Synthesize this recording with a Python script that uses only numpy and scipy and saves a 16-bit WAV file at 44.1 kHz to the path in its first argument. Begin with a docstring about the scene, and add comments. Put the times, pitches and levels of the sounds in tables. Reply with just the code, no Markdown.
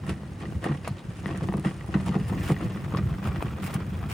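"""In a dirt yard, a plastic tool chest on two hard wheels is rolled up to the microphone and past it.
The uneven ground shakes the hollow chest: filtered noise rumbles, decaying modes drone and boom on the bumps,
low swings thud, and short flurries of impacts through plastic resonances make the lid and handle clack.
Grit crunches under wheels and shoes as dense tiny ringing impacts; now and then a small stone snaps."""
import sys
import numpy as np
from scipy import signal
from scipy.fft import irfft
from scipy.io import wavfile
from scipy.ndimage import uniform_filter1d

SR = 44100
rng = np.random.default_rng(int(sys.argv[2]) if len(sys.argv) > 2 else 0)


def store_wav(level_fs):
    """Save 16-bit WAV to argv[1]."""
    pcm = np.round(np.clip(np.atleast_2d(level_fs), -1, 1) * 32767)
    wavfile.write(sys.argv[1], SR, pcm.T.astype(np.int16))


N = 182129
TIME = np.arange(N) / SR
TAPS = 4096  # samples in a filter or a short sound
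BINS = np.fft.rfftfreq(TAPS, 1 / SR)
AGE = np.arange(TAPS) / SR

# spectrum of cracking grit: (frequency [Hz], relative level [dB])
GRIT_SPECTRUM = [(300, -7), (1200, 6), (2800, 8), (4000, 0), (5000, 2), (7000, -1), (9300, 2),
                 (11500, -6.5), (13000, -8), (15500, -16.5)]


def gain_of(db):
    """Decibels to amplitude."""
    return 10 ** (np.asarray(db) / 20)


def evened(x):
    """Scales to rms 1."""
    return x / np.sqrt(np.mean(x ** 2) + 1e-20)


def follow(rows):
    """A curve at every sample, joined by straight lines over time."""
    return np.interp(TIME, *np.transpose(rows))


def read(points):
    """A table over frequency, joined by straight lines on a log axis."""
    hz, value = np.transpose(points)
    return np.interp(np.log(BINS + 1), np.log(hz + 1), value)


def add(mix, s, sound):
    """Lays a sound into the mix at a time in seconds."""
    part = mix[max(round(s * SR), 0):][:len(sound)]
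    part += sound[:len(part)]


def causal(gain):
    """The minimum-phase impulse response with this gain, its highest point scaled to 1."""
    log_gain = np.log(np.maximum(gain / gain.max(), 1e-5))
    circle = np.concatenate([log_gain, log_gain[-2:0:-1]])
    spectrum = np.exp(np.conj(signal.hilbert(circle)))
    return irfft(spectrum[:len(gain)])


def through(x, response):
    """Passes a signal through an impulse response."""
    return signal.fftconvolve(x, response)[:len(x)]


def cart(load):
    """All but the bumps and thuds of the passing cart and shoes; the brighter parts get a short yard echo."""
    bright = loose_parts(load) + gravel(load) + shoes() + stones() + crunches()
    echo = through(bright, echoes(t60=0.049, first=0.0064))
    return wheels() + drone() + bright + gain_of(-10) * echo


def nearness_db():
    """Level by distance on a straight pass at walking pace, 0 dB at the closest point."""
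    speed_m_per_s, closest_m, pass_s = 1.036, 1.6, 3.09
    return -20 * np.log10(np.hypot(1, speed_m_per_s * (TIME - pass_s) / closest_m))


def shaking_db():
    """Each stony patch changes the shaking of the cart for as long as the wheels are on it."""
    # patches of stones: (start [s], length [s], extra shaking [dB])
    patches = [(0.021, 0.13, 8), (0.379, 0.13, 8), (0.614, 0.16, 12), (1.239, 0.23, 8), (1.63, 0.12, 7),
               (1.908, 0.32, 4.5), (2.267, 0.29, 7), (2.595, 0.274, 3), (3.225, 0.257, 3.5),
               (3.584, 0.25, 5), (4.022, 0.2, -1)]
    edge_s = 0.022  # the shaking builds and dies this quickly
    total_db = 0
    for s, length, db in patches:
        to_nearest_end = np.minimum(TIME - s, s + length - TIME)
        total_db = total_db + db * np.clip(to_nearest_end / edge_s, 0, 1)
    return total_db


def heave_db():
    """The rumble swells as the wheels sink into a hollow and sinks as they glide over a flat spot."""
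    # hollows, and flat spots where the level is negative: (middle [s], length [s], extra rumble [dB])
    hollows = [(0.087, 0.13, 11), (0.54, 0.093, 12), (0.921, 0.041, 8), (0.992, 0.073, -23), (1.3, 0.24, 5),
               (1.48, 0.12, 11), (2.054, 0.25, 7), (2.356, 0.32, 7), (2.654, 0.04, 13.5), (3.013, 0.28, 7),
               (3.278, 0.027, 10.5), (3.377, 0.036, 7.5), (3.502, 0.099, 3.5), (4.027, 0.35, 5)]
    return sum(db * np.exp(-(2 * (TIME - s) / length) ** 2) for s, length, db in hollows)


def wheels():
    """Hard wheels follow the rough ground and heave the whole cart: noise through a low resonance."""
    # spectrum of the wheels' heave: (frequency [Hz], relative level [dB])
    rumble_spectrum = [(20, -43), (35, -47), (50, -14), (68, 0.5), (88, 1.5), (108, 0.5), (140, -5),
                       (400, -55)]
    level_db = -37.5  # on level ground at the closest point
    heave = causal(gain_of(read(rumble_spectrum)))
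    ground = rng.standard_normal(N) * gain_of(level_db + nearness_db() + heave_db())
    return through(ground, heave / np.linalg.norm(heave))


def chest_ring(hardness_db, rise, push_hz=170, favour_db=3, flex=0.099):
    """The walls swing up and die away; modes near the push ring most, and a low-pitched push flattens them."""
    # modes of the hollow chest: (frequency before the flex [Hz], relative level before the push [dB], t60 [s])
    chest_modes = [(107, 1, 0.037), (147.1, 0, 0.15), (166.6, 1, 0.1), (185.5, -1.5, 0.16),
                   (240, -18.5, 0.16), (326.5, -8, .11), (413.4, -20.5, 0.18), (497, -20.5, 0.11),
                   (600, -29, 0.1), (720, -24.5, 0.056)]
    t = np.arange(SR // 4) / SR
    hz, db, t60 = np.transpose(chest_modes)[:, :, None]
    octaves = np.log2(hz / push_hz)
    db = db + hardness_db * octaves + favour_db / (1 + (octaves / .25) ** 2)
    stretch = (push_hz / chest_modes[2][0]) ** flex
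    ring = (gain_of(db - 60 * t / t60) * np.sin(2 * np.pi * hz * stretch * t)).sum(0)
    ring *= 1 - np.exp(-(t / rise) ** 2)
    return ring / abs(ring).max()


def drone():
    """Small random jolts keep the chest droning in uneven lumps."""
    level_db = -36.5  # on smooth ground at the closest point
    per_shaking, per_heave = 0.54, 0.46  # dB of drone for each dB of extra shaking and of extra rumble
    kicks = [impacts(per_s=20, spread_db=1.5) for _ in range(6)]
    jolts = np.zeros(N)
    for kick, hz in zip(kicks, np.geomspace(110, 250, len(kicks))):
        jolts += through(kick, chest_ring(hardness_db=3.0, rise=0.002, push_hz=hz))
    drive_db = per_shaking * shaking_db() + per_heave * heave_db()
    return gain_of(level_db + nearness_db() + drive_db) * evened(jolts)


def bumps():
    """Ruts and stones push the chest, and its modes boom."""
    # a wheel hits a bump: (time [s], relative peak level [dB], pitch the push favours [Hz],
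    # hardness as a tilt of the chest's modes [dB per octave])
    bump_rows = [(0.082, -22.5, 143, 5), (0.099, -23, 240, 5), (0.436, -26.5, 225, 8), (0.481, -24, 181, 3),
                 (0.519, -26, 115, -10), (0.655, -22, 177, 17), (0.694, -17.5, 144, -16),
                 (0.707, -18, 142, -3), (0.721, -26, 145, 2), (0.886, -25, 178, -4),
                 (1.259, -28, 131.3, -2), (1.283, -33, 200, 13), (1.335, -25.5, 149, -7),
                 (1.424, -22, 143, 6), (1.486, -20, 153, 4.5), (1.544, -16.5, 188, 3),
                 (1.583, -18.5, 126, 0), (1.657, -14.5, 170, -2), (1.951, -10.5, 192, 0),
                 (2.066, -21.5, 153, 10), (2.089, -16.5, 184, 0), (2.158, -14.5, 200, 2),
                 (2.315, -18, 181, 5.5), (2.495, -14, 185, 9.5), (2.514, -13, 163, -0.5),
                 (2.618, -19.5, 161, 7), (2.652, -23, 155, 6), (2.936, -16.5, 213, 3.5),
                 (2.984, -23, 206, 5), (3.588, -32.5, 252, 7), (4.052, -22.5, 185, -13)]
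    out = np.zeros(N)
    for s, db, push_hz, hardness_db in bump_rows:
        add(out, s, gain_of(db - 0.5) * chest_ring(hardness_db, rise=0.0055, push_hz=push_hz))
    return out


def thuds():
    """A wheel drops into a rut; the whole cart sinks and rebounds in a few low swings without ringing."""
    # thuds: (middle [s], relative level [dB], pitch [Hz])
    thud_rows = [(0.914, -21.5, 140), (1.093, -23.5, 134), (2.213, -17.5, 154), (2.519, -16, 160),
                 (2.965, -18, 135), (3.04, -16.5, 127), (3.063, -25, 106), (3.12, -18, 135),
                 (3.134, -31.5, 48.3), (3.279, -27, 133), (3.298, -25, 109), (3.386, -31, 44),
                 (3.453, -24.5, 130), (3.759, -17.5, 150), (3.962, -26, 153), (4.03, -33, 68)]
    build_cycles = 0.72  # swings that a thud takes to build, and again to die
    out, t = np.zeros(N), AGE - AGE.mean()
    fade = signal.windows.tukey(TAPS, .5)
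    for s, db, hz in thud_rows:
        turns = t * hz
        swing = np.exp(-(turns / build_cycles) ** 2) * np.sin(2 * np.pi * turns)
        add(out, s + t[0], gain_of(db) * swing * fade)
    return out


def loose_parts(load):
    """Lid, latches and handle rattle with the load on the wheels, and clack in short flurries of blows."""
    # the cart comes close and turns its side to the microphone: (time [s], share of side view [0-1])
    turn_rows = [(2.05, 0.4), (2.45, 0.34), (3.2, 1)]
    # lid, latches and handle clack: (time [s], relative level [dB], pitch of the struck spot [Hz],
    # decay time of the chatter [s])
    clack_rows = [(0.038, -41, 1310, 0.0036), (0.064, -40.5, 1770, 0.0091), (0.093, -41, 1510, 0.012),
                  (0.232, -37.5, 790, 0.004), (0.435, -34, 770, 0.0026), (0.454, -35.5, 1930, 0.0034),
                  (0.523, -30, 866, 0.0028), (0.6408, -28, 1830, 0.0062), (0.653, -32, 1300, 0.0089),
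                  (0.6621, -21, 790, 0.004), (0.671, -36, 1780, 0.0098), (0.688, -35, 1100, 0.013),
                  (0.711, -35, 790, 0.016), (0.74, -40.5, 1880, 0.004), (0.8754, -21.5, 990, 0.0018),
                  (0.881, -33.5, 1100, 0.0052), (1.236, -37, 720, 0.0053), (1.2589, -18, 1840, 0.00049),
                  (1.281, -32.5, 820, 0.0052), (1.289, -35, 1820, 0.004), (1.307, -30.5, 1200, 0.009),
                  (1.345, -30.5, 680, 0.0032), (1.42, -33, 520, 0.0044), (1.4866, -23, 760, 0.0031),
                  (1.5235, -25.5, 810, 0.0024), (1.538, -25.5, 1070, 0.0044), (1.573, -29.5, 930, 0.0032),
                  (1.58, -27.5, 1160, 0.0025), (1.6475, -25.5, 1210, 0.0082), (1.667, -33, 1520, 0.009),
                  (1.682, -44, 1980, 0.005), (1.71, -36.5, 1210, 0.0057), (1.809, -37.5, 1960, 0.0032),
                  (1.842, -37, 835, 0.0035), (1.889, -31, 634, 0.0056), (1.9406, -23.5, 1520, 0.0079),
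                  (1.958, -35.5, 1010, 0.017), (2.0, -38, 2040, 0.0052), (2.0653, -34, 1200, 0.0042),
                  (2.077, -28, 774, 0.0021), (2.12, -36, 1280, 0.015), (2.143, -28, 1240, 0.0043),
                  (2.1515, -27.5, 790, 0.013), (2.294, -35, 1320, 0.011), (2.3248, -34.5, 960, 0.0051),
                  (2.334, -32, 1030, 0.0066), (2.49, -35, 2030, 0.0085), (2.502, -28.5, 1100, 0.0068),
                  (2.518, -33, 800, 0.0055), (2.564, -31.5, 1940, 0.0024), (2.605, -32.5, 1360, 0.007),
                  (2.844, -36.5, 2130, 0.0073), (2.921, -35, 1260, 0.008), (2.938, -29.5, 990, 0.0054),
                  (2.9475, -24.5, 1110, 0.0035), (2.972, -32.5, 1810, 0.0047), (2.985, -32, 1230, 0.0058),
                  (3.095, -36, 1180, 0.0024), (3.184, -42, 1210, 0.0045), (3.226, -35, 1230, 0.003),
                  (3.255, -34.5, 1170, 0.0079), (3.2737, -30.5, 1260, 0.0028), (3.289, -33.5, 1210, 0.0023),
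                  (3.359, -34, 1840, 0.0039), (3.405, -35, 1000, 0.0086), (3.4252, -16.5, 1150, 0.00075),
                  (3.482, -42, 2560, 0.0045), (3.584, -37.5, 600, 0.0058), (3.679, -31, 810, 0.0025),
                  (3.735, -41, 1500, 0.012), (4.027, -36, 1030, 0.0068), (4.039, -34, 1320, 0.0028)]
    rattle_db, rattle_share = -47, 1  # on smooth ground at the closest point; dB for each dB of extra shaking
    # higher spots are stiffer and sound brighter: tilt at the middle pitch [dB per octave],
    # and the rise of that tilt for each octave of pitch
    middle_hz, middle_tilt_db, tilt_rise_db = 1595, 0.35, 3.5
    ticks = grains(per_s=400, spread_db=3.8, t60=0.03, low_hz=420, high_hz=3250, lift_db=7, width=0.14, count=32)
    front, side = (evened(through(ticks * load, causal(shell_gain(view, bright_db=-0.3)))) for view in (0, 1))
    turn = np.clip(follow(turn_rows), 0, 1)
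    level = gain_of(rattle_db + nearness_db() + rattle_share * shaking_db())
    out = level * (front + turn * (side - front))
    for s, db, hz, length in clack_rows:
        bright_db = middle_tilt_db + tilt_rise_db * np.log2(hz / middle_hz)
        shell = shell_gain(turn[int(s * SR)], bright_db, soft_hz=3520)
        colour = causal(shell * spot(hz, lift_db=7.5, width=0.13))
        flurry = chatter(length, lumpy_db=2)
        add(out, s, gain_of(db + 1.0) * struck(flurry, colour, length))
    return out


def shell_gain(turn, bright_db, soft_hz=3900):
    """Broad plastic resonances, heard from front (turn 0) to side (1); the soft contact takes off the top."""
    # resonances of the lid and handle:
    # (frequency [Hz], width [Hz], relative level from the front [dB], relative level from the side [dB])
    shell_modes = [(319.4, 52, 12, 9.5), (426, 134, -2.5, 5), (737, 380, -3, 4.5), (1138, 155, -3.5, 4),
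                   (1320, 540, -63, 2.5), (1777, 48, 0, -35), (1900, 150, -0.5, -6), (2395, 200, -54, -3),
                   (2790, 260, -6.5, -13), (3330, 310, -43, -6.5)]
    power = 0
    for hz, width, front, side in shell_modes:
        detune = (BINS ** 2 - hz ** 2) / (width * (BINS + 1))
        power = power + gain_of(front + turn * (side - front)) ** 2 / (1 + detune ** 2)
    tilt = gain_of(bright_db * np.log2(np.clip(BINS, 300, 6000)))
    return np.sqrt(power / (1 + (BINS / soft_hz) ** 4)) * tilt


def spot(hz, lift_db, width):
    """Each struck spot or stone favours its own pitch; width in octaves."""
    return gain_of(lift_db / (1 + (np.log2((BINS + 1) / hz) / width) ** 2))


def chatter(length, lumpy_db):
    """A dying flurry of tiny uneven blows with a clean one near its start; long contacts are mostly flurry."""
    first_blow_s = 0.002  # a contact this short puts about half of its energy into the clean blow
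    length = max(length, 1 / SR)
    lumps = evened(uniform_filter1d(rng.standard_normal(TAPS), size=30))
    age, build = AGE / length, .16  # both in decay times
    envelope = np.exp(-age) * (1 - np.exp(-age / build))
    flurry = rng.standard_normal(TAPS) * gain_of(lumpy_db * lumps) * envelope
    blow = np.arange(TAPS) == np.argmax(age >= build)
    return flurry / np.linalg.norm(flurry) + blow * np.sqrt(first_blow_s / length)


def struck(flurry, colour, length):
    """A flurry rings a body; about rms 1 at its start."""
    sound = through(flurry, colour)
    return sound / np.linalg.norm(sound) * np.sqrt(max(length, 1 / SR) * SR / 2)


def impacts(per_s, spread_db):
    """Random clicks of either sign: many small, a few large."""
    size = gain_of(spread_db * np.minimum(rng.exponential(1, N), 3))
    return size * rng.choice([-1, 1], N) * (rng.random(N) < per_s / SR)


def grains(per_s, spread_db, t60, low_hz, high_hz, lift_db, width, count):
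    """Impacts on several spots, each with its own brief noisy ring and pitch."""
    out = np.zeros(N)
    for hz in np.geomspace(low_hz, high_hz, count):
        decay = rng.standard_normal(TAPS) * gain_of(-60 * AGE / t60)
        ring = through(decay, causal(spot(hz, lift_db, width)))
        out += through(impacts(per_s / count, spread_db), ring / np.linalg.norm(ring))
    return out


def clumps(depth_db, size):
    """Gravel gives way in uneven clumps: smoothed noise as a level, each clump about size samples long."""
    smooth = signal.oaconvolve(rng.standard_normal(N), signal.windows.hann(size), "same")
    return gain_of(depth_db * evened(smooth))


def gravel(load):
    """Sand grains crack under the load on the wheels in short, separate ticks."""
    # grit under the wheels, before distance and shaking: (time [s], level [dB])
    grit_level = [(0, -56.5), (2.6, -57.5), (3.05, -62.5), (4.1, -59.5)]
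    per_shaking = 0.47  # dB of grit for each dB of extra shaking
    cracks = grains(per_s=1200, spread_db=5.3, t60=.009, low_hz=1800, high_hz=14000, lift_db=11, width=.15, count=20)
    crunch = evened(through(cracks * load, causal(gain_of(read(GRIT_SPECTRUM)))))
    level = gain_of(follow(grit_level) + nearness_db() + per_shaking * shaking_db())
    return fizz(level * crunch, close_db=19.5)


def fizz(crunch, close_db):
    """The finest fizz of cracking grit is a treble lift, heard only from close by."""
    # how much of the fizz is heard: (time [s], share [0-1])
    fizz_rows = [(2.15, 0.02), (2.42, 1), (2.65, 0.4), (3.2, 1), (4.1, 1)]
    close = through(crunch, causal(spot(14700, lift_db=close_db, width=0.13))) * gain_of(close_db)
    return crunch + np.clip(follow(fizz_rows), 0, 1) * (close - crunch)


def shoes():
    """Under a sole crowded grit grinds and coarse pebbles knock together."""
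    # a shoe scuffs the gravel: (time [s], level of fine grit before fizz [dB], level of pebbles [dB], length [s])
    scuff_rows = [(0.072, -51, -58, 0.062), (0.642, -50, -58, 0.029), (1.147, -53, -61, 0.069),
                  (1.631, -51, -49, 0.092), (2.05, -53, -42, 0.043), (2.412, -47.5, -44, 0.13),
                  (3.222, -52.5, -43.5, 0.075), (3.615, -45, -44.5, 0.075), (3.68, -55, -47, 0.094),
                  (4.081, -47, -39.5, 0.074)]
    # spectrum of pebbles knocking together: (frequency [Hz], relative level [dB])
    pebble_spectrum = [(300, -6), (800, 2), (1350, -1), (1900, -8.5), (2600, -4.5), (3500, -12.5),
                       (5000, -14.5), (12000, -26.5)]
    grind = grains(per_s=2200, spread_db=4.5, t60=.007, low_hz=1300, high_hz=3800, lift_db=8, width=.3, count=16)
    knocks = grains(per_s=700, spread_db=4.2, t60=.011, low_hz=800, high_hz=3400, lift_db=9, width=.2, count=18)
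    fine, coarse = np.zeros((2, N))
    for s, fine_db, coarse_db, length in scuff_rows:
        press = signal.windows.tukey(int(length * SR), .5)
        add(fine, s, gain_of(fine_db) * press)
        add(coarse, s, gain_of(coarse_db) * press)
    give = clumps(depth_db=3, size=500)
    pebbles = coarse * evened(give * through(knocks, causal(gain_of(read(pebble_spectrum)))))
    grit = fine * evened(np.sqrt(give) * through(grind, causal(gain_of(read(GRIT_SPECTRUM)))))
    return pebbles + fizz(grit, close_db=20.5)


def stones():
    """Larger stones snap one by one under a wheel or a shoe, as brief bright flurries."""
    # snaps: (time [s], relative level [dB], decay time [s])
    stone_rows = [(0.065, -38, 0.0049), (0.094, -29, 0.0045), (0.642, -29, 0.0027), (0.878, -25, 0.0031),
                  (1.267, -35, 0.0018), (1.375, -29, 0.0019), (1.53, -37.5, 0.0045), (1.569, -34.5, 0.004),
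                  (1.597, -30, 0.0018), (1.864, -35, 0.0015), (2.01, -39, 0.0045), (2.061, -33.5, 0.0048),
                  (2.282, -33, 0.008), (2.96, -40, 0.004), (3.425, -29.5, 0.0019), (3.741, -25, 0.0044),
                  (3.744, -28.5, 0.0032)]
    # spectrum of a snapping stone: (frequency [Hz], relative level [dB])
    snap_spectrum = [(500, 20.5), (2500, 9.5), (6000, 4.5), (9500, 14), (15000, 2)]
    out, snap = np.zeros(N), causal(gain_of(read(snap_spectrum)))
    for s, db, length in stone_rows:
        add(out, s, gain_of(db - 7) * struck(chatter(length, lumpy_db=4), snap, length))
    return out


def crunches():
    """A wheel crushes a crumb of hard dirt in a ragged little burst."""
    # crushed crumbs: (time [s], level [dB], pitch [Hz], decay time [s])
    crunch_rows = [(0.091, -34, 2720, 0.011), (0.419, -45, 3000, 0.0088), (0.772, -45, 3000, 0.0078),
                   (0.845, -37.5, 2620, 0.018), (0.869, -42, 4300, 0.017), (0.981, -45.5, 3700, 0.015),
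                   (1.309, -43, 2700, 0.0068), (1.428, -43, 2700, 0.0033), (1.929, -50, 2900, 0.003),
                   (2.091, -32.5, 2900, 0.0028), (2.153, -40, 2600, 0.004), (2.371, -45, 2390, 0.029),
                   (2.705, -41.5, 3230, 0.004), (2.97, -32.5, 5070, 0.0071), (3.6, -43, 2850, 0.005)]
    # spectrum of a crumb breaking: (frequency [Hz], relative level [dB])
    crumb_spectrum = [(400, 7), (2000, 3.5), (5000, -7.5), (12000, -27)]
    out = np.zeros(N)
    for s, db, hz, length in crunch_rows:
        colour = causal(gain_of(read(crumb_spectrum)) * spot(hz, lift_db=8.5, width=0.12))
        flurry = chatter(length, lumpy_db=4)
        add(out, s, gain_of(db) * struck(flurry, colour, length))
    return out


def echoes(t60, first):
    """Dense reflections of energy 1 that die away; the first arrives after a few milliseconds; times in seconds."""
    t = np.arange(SR // 2) / SR
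    tail = rng.standard_normal(len(t)) * gain_of(-60 * t / t60) * (t >= first)
    return tail / np.linalg.norm(tail)


def air():
    """The faint steady wash of the open yard, as filtered noise."""
    # spectrum of the open air: (frequency [Hz], relative level [dB])
    air_spectrum = [(25, -11), (80, 4.5), (300, -6), (1000, -18.5), (2500, -25.5), (5000, -36),
                    (16000, -42.5)]
    return gain_of(-44.5) * evened(through(rng.standard_normal(N), causal(gain_of(read(air_spectrum)))))


def ports(x):
    """The two microphone ports hear the treble out of step."""
    # the two ports: (frequency [Hz], phase lead of the left over the right [rad])
    port_phase = [(0, 0), (2300, 0), (3800, .4), (5800, .1), (7100, -.5), (9600, -.2), (11200, -2),
                  (12300, -3.1), (13400, -3.9), (14800, -5.4)]
    turn = np.exp(1j * read(port_phase) / 2)
    pair = np.roll(irfft(np.array([turn, turn.conj()])), TAPS // 2, axis=1)
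    return signal.fftconvolve(x[None], pair, axes=1)[:, TAPS // 2:][:, :N]


def scene():
    """The cart is straight ahead; an independent draw of it and the air, in opposite signs, is the scatter."""
    # sound scattered in from the sides by ground and clutter: (frequency [Hz], level [dB])
    scatter_spectrum = [(40, -35), (90, -14.5), (180, -18.5), (300, -16), (600, -9.5), (1200, -5.5),
                        (2400, -8.5), (5000, -4.5), (9000, -6.5), (12500, -5), (16000, -10)]
    load = clumps(depth_db=1.4, size=1500)
    scatter = gain_of(read(scatter_spectrum))
    side = scatter.max() * through(cart(load) + air(), causal(scatter))
    ahead = cart(load) + bumps() + thuds() + air()
    return ports(ahead) + np.array([side, -side])


def record(dry):
    """The recorder's low cut and band limit."""
    edge_hz = 15950
    dry = signal.sosfilt(signal.butter(3, 33, "highpass", fs=SR, output="sos"), dry)
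    band_limit = signal.firwin(511, edge_hz, window=("kaiser", 9), fs=SR)
    return signal.oaconvolve(dry, band_limit[None], "same")


dry = scene()
out = record(dry)
store_wav(out)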